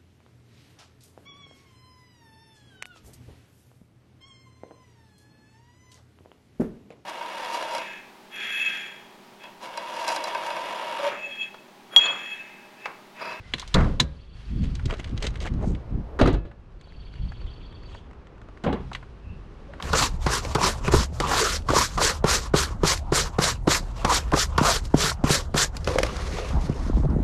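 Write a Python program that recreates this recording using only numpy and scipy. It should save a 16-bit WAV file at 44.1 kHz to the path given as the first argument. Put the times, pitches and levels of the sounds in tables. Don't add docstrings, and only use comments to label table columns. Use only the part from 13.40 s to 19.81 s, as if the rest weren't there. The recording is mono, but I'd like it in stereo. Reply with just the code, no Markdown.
import sys
import numpy as np
from scipy import signal
from scipy.fft import rfft, irfft, next_fast_len
from scipy.io import wavfile
from scipy.ndimage import map_coordinates

SR = 44100
rng = np.random.default_rng(int(sys.argv[2]) if len(sys.argv) > 2 else 0)


def pcm_store(signal):
    levels = np.round(np.clip(np.atleast_2d(signal), -1, 1) * 32767)
    wavfile.write(sys.argv[1], SR, levels.astype(np.int16).T)


N = 282681
TIME = np.arange(N) / SR
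RING = np.arange(32768) / SR

# frequency in Hz, level in dB per Hz.
LEVER_COLOUR = [(120, -22), (250, -1.5), (700, 6.5), (1100, 5), (2100, -1.5), (4100, -4), (5200, -10.5),
                (7200, -10.5), (10000, -15), (13500, -21), (15500, -47.5)]
# frequency in Hz, t60 in s.
PANEL_DECAY = [(100, 0.36), (400, 0.16), (1200, 0.29), (4000, 0.21)]
# frequency in Hz, level in dB per Hz.
STONE_COLOUR = [(150, -20), (500, 6), (1300, 2.5), (4000, -4.5), (7000, -7), (11000, -15), (15500, -37)]


def amp(db):
    return 10 ** (np.asarray(db) / 20)


def unit(x):
    return x / np.sqrt(np.mean(x ** 2) + 1e-20)


def along(points, hz):
    f, v = np.transpose(points)
    return np.interp(np.log(hz + 1), np.log(f + 1), v)


def curve(points):
    s, v = np.transpose(points)
    return np.interp(TIME, s, v)


def wobble(rate):
    knots = rng.standard_normal(int(N * rate / SR) + 4)
    return map_coordinates(knots, [TIME * rate])


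def filtered(x, response):
    n = x.shape[-1]
    m = next_fast_len(n + n // 8, True)
    return irfft(rfft(x, m) * response(np.fft.rfftfreq(m, 1 / SR)), m)[..., :n]


def coloured(x, spectrum):
    return unit(filtered(x, lambda hz: amp(along(spectrum, hz))))


def stressed(x, spectrum, pitch_hz, octaves):
    def response(hz):
        distance = np.log2((hz + 1) / pitch_hz) / octaves
        return amp(along(spectrum, hz)) / (1 + distance ** 2)
    return unit(filtered(x, response))


def ports_noise(spread):
    return rng.standard_normal(N) + spread * rng.standard_normal((2, N))


def add(track, s, sound):
    part = track[max(round(s * SR), 0):][:len(sound)]
    part += sound[:len(part)]


def fade(t, t60):
    return np.exp(-np.log(1000) * t / max(t60, .002))


def onset(t, attack_s):
    return 1 - np.exp(-t / attack_s)


def dying(spectrum, decay):
    noise = coloured(rng.standard_normal(len(RING)), spectrum)
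    hz, t, z = signal.stft(noise, SR, nperseg=256)
    z = z * amp(-60 * t / along(decay, hz)[:, None])
    return signal.istft(z, SR, nperseg=256)[1][:len(RING)]


def ringing(modes):
    out = np.zeros(len(RING))
    for hz, db, t60 in modes:
        strength = amp(db + rng.normal(0, 1))
        out += strength * fade(RING, t60) * np.sin(2 * np.pi * hz * RING)
    return out


def click(spectrum, pitch_hz, t60, octaves, tail_db):
    t = RING[:len(RING) // 4]
    body = stressed(rng.standard_normal(len(t)), spectrum, pitch_hz, octaves)
    return body * (fade(t, t60) + amp(tail_db) * fade(t, 4 * t60)) * onset(t, 0.00099)


def slam(contacts, modes, panel, decay, attack_s):
    # frequency in Hz, level in dB per Hz.
    rattle_colour = [(500, -18), (1200, 8.5), (2200, -9), (4200, -17.5), (6000, -22.5), (10000, -32.5),
                     (15000, -47)]
    # frequency in Hz, t60 in s.
    rattle_decay = [(1000, 0.11), (4000, .15), (12000, 0.056)]
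    out = np.zeros(N)
    for s, boom_db, panel_db, rattle_db in contacts:
        boom = amp(boom_db) * ringing(modes)
        metal = amp(panel_db) * dying(panel, decay)
        chatter = unit(amp(2.7 * wobble(420)[:len(RING)]))
        rattle = amp(rattle_db) * chatter * dying(rattle_colour, rattle_decay)
        add(out, s, (boom + metal + rattle) * onset(RING, attack_s))
    return out


def bonnet():
    # start in seconds, then boom, panel and rattle levels in dB.
    contacts = [(.346, -13, -13.5, -25), (.376, -41, -27, -25.5), (.402, -45.5, -26, -26),
                (.438, -42, -30.5, -32.5), (.603, -26, -34.5, -52.5)]
    # frequency in Hz, level in dB, t60 in s.
    modes = [(29, -0.5, 0.87), (53, -3, .55), (70, -6, 0.76), (94.4, -8.5, 0.34), (151.6, -4, .4),
             (231, -16, 0.19), (548, -23, 0.67), (1280, -32, .3), (1630, -26.5, 0.44)]
    # frequency in Hz, level in dB per Hz.
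    panel = [(40, -5.5), (90, 3.5), (250, -3), (380, -10.5), (500, -8.5), (750, -17), (1050, -13),
             (1400, -17), (2000, -19), (4000, -37.5), (8000, -61)]
    decay = [(100, 0.59), (400, 0.47), (1200, 0.37), (4000, 0.046)]  # Hz, t60 in s
    return slam(contacts, modes, panel, decay, attack_s=.004)


def lever():
    # start in seconds, crack in dB, pitch in Hz, ring in dB, knock in dB.
    blows = [(0.1365, -17.5, 2920, -31.5, -29.5), (0.1959, -27, 5150, -40, -48),
             (0.3416, -13, 4600, -24, -26.5), (0.5985, -12, 2700, -18, -25), (0.6008, -12, 5070, -30, -21)]
    # frequency in Hz, level in dB, t60 in s.
    lever_modes = [(1032, -1, 0.21), (1743, -1, 0.099), (2100, 3, 0.026), (2680, 0, 0.028), (3350, 2, .063),
                   (3575, 8, 0.069), (3940, 5, 0.14), (4177, 2, 0.16), (4660, -27, 0.052),
                   (6970, -5.5, 0.07)]
    # frequency in Hz, level in dB per Hz.
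    knock_colour = [(60, -19.5), (130, 6), (260, -2.5), (400, -7), (700, -20.5), (1100, -27), (2000, -37.5),
                    (5000, -63.5)]
    out = np.zeros(N)
    for s, crack_db, pitch_hz, ring_db, knock_db in blows:
        crack = click(LEVER_COLOUR, pitch_hz, t60=0.021, octaves=0.6, tail_db=-14.5)
        ring = ringing(lever_modes) * fade(RING, .08) * onset(RING, 0.0014)
        knock = dying(knock_colour, [(150, 0.13), (1200, 0.13)]) * onset(RING, .0012)
        add(out, s, amp(crack_db) * crack)
        add(out, s, amp(ring_db) * ring)
        add(out, s, amp(knock_db) * knock)
    return out


def door():
    # start in seconds, then boom, panel and rattle levels in dB.
    contacts = [(2.790, -36, -22.5, -24), (2.798, -35, -16.5, -26), (2.813, -29, -11, -28.5),
                (2.826, -16, -30, -37), (2.856, -33, -20.5, -25.5), (2.874, -31, -15, -28.5),
                (2.936, -22, -27.5, -36.5), (3.05, -32.5, -38.5, -53)]
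    # frequency in Hz, level in dB, t60 in s.
    modes = [(48.5, 7, 0.34), (69, -1.5, 0.19), (108.2, -7.5, 0.31), (126.8, -6.5, 0.27), (162, -10, 0.4),
             (255, -22, 0.14), (278.4, -14.5, 0.28), (346, -14.5, 0.34), (494, -19, 0.79),
             (570, -16.5, 0.33), (689, -23.5, 0.34), (1390, -33, 0.39), (1700, -36.5, 0.6),
             (2600, -37.5, 0.52)]
    # frequency in Hz, level in dB per Hz.
    panel = [(40, -17.5), (100, 1.5), (200, -5), (300, 2), (400, -0.5), (550, -9), (1000, -18.5),
             (1400, -28), (2200, -28.5), (4000, -30.5), (8000, -64.5)]
    return slam(contacts, modes, panel, PANEL_DECAY, attack_s=0.0006)


def clunk():
    # start in seconds, then boom, panel and rattle levels in dB.
    contacts = [(5.238, -36, -25.5, -29), (5.264, -22, -16.5, -50.5), (5.327, -38.5, -22.5, -41),
                (5.402, -35.5, -42, -50)]
    # frequency in Hz, level in dB, t60 in s.
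    modes = [(42.8, -11, 1), (71.4, -6, 0.95), (131.2, -7, 0.89), (188.3, -6, 0.42), (265.6, -12, 0.73),
             (385, -8, 0.19), (510, -23, 0.27), (786, -31, 0.18), (3330, -30, 0.48)]
    # frequency in Hz, level in dB per Hz.
    panel = [(50, -41), (130, 1.5), (300, 1), (470, 2.5), (620, -10.5), (850, -5), (1300, -19.5),
             (2000, -23), (3500, -29.5), (7000, -62.5)]
    return slam(contacts, modes, panel, PANEL_DECAY, attack_s=0.00082)


def latch_clicks():
    # start in seconds, level in dB, pitch in Hz.
    contacts = [(0.182, -32.5, 3020), (0.217, -35, 3610), (.226, -34, 1510), (0.276, -37, 4730),
                (2.796, -21, 1190), (2.812, -13.5, 600), (2.8124, -21, 2650), (2.873, -29, 3900),
                (2.928, -46, 6000), (2.941, -41, 4000), (3.113, -45.5, 1480), (5.237, -35, 2980),
                (5.327, -34, 3240), (5.515, -31.5, 1000), (5.531, -34, 3700), (5.549, -26.5, 2420),
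                (5.627, -39, 1220), (6.335, -37.5, 1440), (6.400, -29, 1260)]
    out = np.zeros(N)
    for s, db, pitch_hz in contacts:
        add(out, s, amp(db) * click(LEVER_COLOUR, pitch_hz, t60=0.031, octaves=0.8, tail_db=-14))
    return out


def swing():
    # time in seconds, level in dB.
    sweep = [(2.05, -75.5), (2.2, -47), (2.45, -52.5), (2.6, -50), (2.78, -45.5), (2.82, -73.5)]
    # frequency in Hz, level in dB per Hz.
    whoosh = [(150, -9), (450, 3.5), (900, -4), (1500, -15.5), (3000, -32.5), (8000, -49)]
    level_db = curve(sweep) + 0.61 * wobble(35)
    return amp(level_db) * coloured(rng.standard_normal(N), whoosh)


def crunch():
    # middle in seconds, length in seconds, level in dB, pitch in Hz.
    grinds = [(1.244, 0.078, -44, 3000), (1.524, 0.12, -35, 1660), (1.6, 0.05, -37, 2290),
              (1.671, 0.055, -45, 2230), (1.851, 0.11, -32, 2780), (2.027, 0.063, -38, 3230),
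              (2.064, 0.056, -31.5, 1950), (2.234, 0.07, -32.5, 870), (2.277, 0.19, -54.5, 5800),
              (4.537, 0.24, -58, 3420), (6.381, .09, -53, 1500)]
    # frequency in Hz, level in dB per Hz.
    gravel = [(150, 26), (450, 19), (900, 1), (1800, -5.5), (4200, -12), (7000, -11.5), (10000, -18.5),
              (13000, -26), (15500, -56.5)]
    grains_per_s, clumps_per_s, clump_db = 1900, 260, 2.5
    out = np.zeros(N)
    for s, length, db, pitch_hz in grinds:
        n = int(length * SR)
        size = 0.21 + (rng.random(n) < grains_per_s / SR)
        grains = rng.standard_normal(n) * size
        clumped = grains * amp(clump_db * wobble(clumps_per_s)[:n])
        grit = stressed(clumped, gravel, pitch_hz, octaves=0.94)
        add(out, s - length / 2, amp(db) * np.hanning(n) * grit)
    return out


def stones():
    # start in seconds, level in dB, pitch in Hz.
    knocks = [(1.352, -32, 4100), (1.395, -32.5, 1390), (1.456, -28, 4250), (1.499, -24, 1220),
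              (1.507, -25.5, 2350), (1.538, -30.5, 2420), (1.643, -31.5, 3000), (1.776, -31.5, 3020),
              (1.825, -22, 4080), (1.867, -21.5, 4020), (1.956, -31, 2420), (2.003, -34, 3380),
              (2.073, -28.5, 2060), (2.349, -36, 2290), (3.919, -36.5, 1391), (4.014, -40.5, 1250),
              (4.548, -31, 1055), (5.086, -37.5, 870)]
    note_db, note_t60_s = -21, 0.014
    out = np.zeros(N)
    for s, db, pitch_hz in knocks:
        crack = click(STONE_COLOUR, pitch_hz, t60=0.02, octaves=0.75, tail_db=-16)
        note = ringing([(pitch_hz, note_db, note_t60_s)]) * onset(RING, 0.0024)
        add(out, s, amp(db) * crack)
        add(out, s, amp(db) * note)
    return out


def pebbles():
    # start and end in seconds, mean gap in seconds, mean level in dB,
    # middle pitch in Hz.
    rolls = [(1.448, 2.15, .03, -41.5, 2970), (3.351, 5.3, 0.11, -40.5, 1450)]
    spread_db = -1
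    out = np.zeros(N)
    for start, end, gap, db, pitch_hz in rolls:
        beats = np.arange(start, end, gap)
        for s, (late, size, sharp) in zip(beats, rng.standard_normal((len(beats), 3))):
            tick_hz = pitch_hz * 2 ** (sharp / 2)
            tick = click(STONE_COLOUR, tick_hz, t60=0.011, octaves=0.93, tail_db=-17.5)
            add(out, s + late * gap / 2, amp(db + spread_db * size) * tick)
    return out


def wind():
    # peak in seconds, length in seconds, level in dB midway between
    # the ports, upper edge in Hz at the right port.
    gusts = [(1.2, .3, -24.5, 202), (1.459, 0.038, -22.5, 214), (1.725, 0.101, -25.5, 193),
             (1.894, 0.15, -39, 145), (2.142, 0.18, -27, 210), (2.29, 0.13, -21.5, 241),
             (2.554, 0.14, -25, 223.6), (3.827, 0.17, -28.5, 123), (4.026, 0.15, -34.5, 99),
             (5.9, 0.19, -39.5, 157)]
    # time in seconds, rumble level in dB.
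    breeze = [(0, -42), (.4, -38.5), (.84, -45.5), (1.2, -30.5), (2.2, -28.5), (2.75, -37.5), (3.3, -45),
              (3.9, -37), (5.0, -45), (5.5, -40.5), (6.41, -43.5)]
    # frequency in Hz, level in dB per Hz.
    rumble_colour = [(15, -8.5), (28, 2), (55, 2.5), (85, -3.5), (130, -9), (250, -26), (600, -59.5),
                     (2000, -87.5)]
    rise = 0.38
    lee_edge = 0.77
    gust_rumble_db = -3
    out, rumble = np.zeros((2, N)), amp(curve(breeze))
    for s, length, db, edge_hz in gusts:
        u = (TIME - s) / length
        swell = np.exp(-(u / np.where(u < 0, rise, 1 - rise)) ** 2 * 2)
        edges = edge_hz * np.array([[lee_edge], [1]])
        swirl = filtered(ports_noise(1.62), lambda hz: hz / (hz + 70) / np.sqrt(1 + (hz / edges) ** 8))
        out += amp(db) * swell * unit(swirl) * amp([[-2], [2]])
        rumble = rumble + amp(db + gust_rumble_db) * swell
    lumps = amp(1.4 * wobble(8.4))
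    return out + rumble * lumps * coloured(ports_noise(1.2), rumble_colour)


def rustle():
    # time in seconds, level in dB.
    strokes = [(0, -59), (.2, -49), (.3, -52.5), (.45, -48), (.62, -60), (.92, -68), (.97, -57.5),
               (1.25, -55.5), (1.9, -59), (3.15, -72.5), (3.9, -62.5), (4.9, -72.5), (5.45, -59.5),
               (5.8, -67), (6.41, -62)]
    # frequency in Hz, level in dB per Hz.
    cloth = [(600, 0), (1500, 3.5), (3000, 1), (5000, -4.5), (8000, -16.5), (10000, -18.5), (12000, -31.5),
             (15000, -47)]
    return amp(curve(strokes) + 1.1 * wobble(44)) * coloured(ports_noise(.4), cloth)


def whistle(hz):
    return np.sin(2 * np.pi * np.cumsum(hz) / SR) * np.hanning(len(hz))


def bird_trill():
    # middle pitch in Hz, level in dB, length in s, rasp in Hz, glide in Hz per s.
    notes = [(4470, 2, 0.028, 100, 3503), (3290, -0.5, 0.0597, 250, 2003), (2700, -2, 0.0356, 327, -24000),
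             (4040, -9, 0.0488, 324, 9008)]
    # start in seconds, end in seconds, level in dB.
    song = [(0.676, 1.342, -62), (3.39, 4.55, -58.5)]
    gap_s, scatter_s, spread_db, swell_s = .041, .005, 3.5, 0.11
    out = np.zeros(N)
    for k, (pitch_hz, note_db, length, rasp_hz, glide) in enumerate(notes):
        t = RING[:int(length * SR)] - length / 2
        rasp = rasp_hz * wobble(900)
        for start, end, db in song:
            beats = np.arange(start + gap_s * k / len(notes), end, gap_s)
            for s, (late, loud) in zip(beats, rng.standard_normal((len(beats), 2))):
                effort_db = -9 * np.exp(-(s - start) / swell_s) + spread_db * loud
                note = whistle(pitch_hz + glide * t + rasp[int(s * SR):][:len(t)])
                add(out, s + scatter_s * late, amp(db + note_db + effort_db) * note)
    return out


def squeaks():
    # start in seconds, length in seconds, middle pitch in Hz, level in dB.
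    cries = [(0, 0.12, 2023, -54), (5.776, 0.23, 2616, -60), (5.853, 0.14, 2820, -66),
             (6.279, 0.045, 553, -41.5)]
    out = np.zeros(N)
    for s, length, hz, db in cries:
        tremble = .025 * wobble(214)[:int(length * SR)]
        add(out, s, amp(db) * whistle(hz * (1 + tremble)))
    return out


def yard():
    # frequency in Hz, level in dB per Hz.
    wash = [(88, -45), (150, -2.5), (286, -8.5), (395, -8), (672, -17), (1140, -17), (2060, -28),
            (2630, -29.5), (3570, -37), (6190, -47), (14000, -74.5)]
    # time in seconds, level in dB.
    wash_level = [(0, -57.5), (.9, -60), (2, -44.5), (3.0, -58), (4.2, -50.5), (5.9, -51.5), (6.41, -48)]
    return amp(curve(wash_level)) * coloured(ports_noise(0.22), wash)


def echo(x, decay):
    colour = [(100, -16.0), (3000, -7.0), (12000, -3.5)]  # Hz, dB
    tails = np.array([dying(colour, decay) for _ in range(2)])
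    return signal.fftconvolve(x[None], tails / np.linalg.norm(tails[0]), axes=1)[:, :N]


def at_ports(near):
    # frequency in Hz, level difference in dB.
    shade = [(500, 1.5), (1400, 3.5), (3200, 4), (6000, -0.5), (11000, -1)]
    lag_s = 2e-5
    sides = np.array([[1], [-1]])

    def response(hz):
        delay = np.exp(-1j * np.pi * hz * lag_s * sides)
        return delay * amp(along(shade, hz) * sides / 2)
    return filtered(near, response)


def scene():
    # frequency in Hz, t60 in s.
    walls = [(150, 0.3), (1500, 0.72), (5000, 0.23), (10000, .1)]
    car = bonnet() + lever() + door() + clunk() + latch_clicks()
    near = car + crunch() + stones() + pebbles()
    far = bird_trill() + squeaks()
    bodywork = amp(-8) * echo(near, [(150, 0.016), (10000, 0.0029)])
    distant = far + amp(-3.0) * echo(far, walls) + amp(-30.0) * echo(near, walls)
    return at_ports(near) + bodywork + distant + swing() + wind() + rustle() + yard()


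def record(dry):
    # time in seconds, width as a share.
    width = [(0, 1), (2.7, 1), (2.8, 0.25), (3.05, 0.031)]
    top_hz = 15650
    mid = dry.mean(axis=0)
    narrowed = mid + (dry - mid) * np.clip(curve(width), 0, 1)
    rounded = narrowed / (1 + (narrowed / .72) ** 6) ** (1 / 6)
    return filtered(rounded, lambda hz: hz < top_hz)


dry = scene()
out = record(dry)
pcm_store(out)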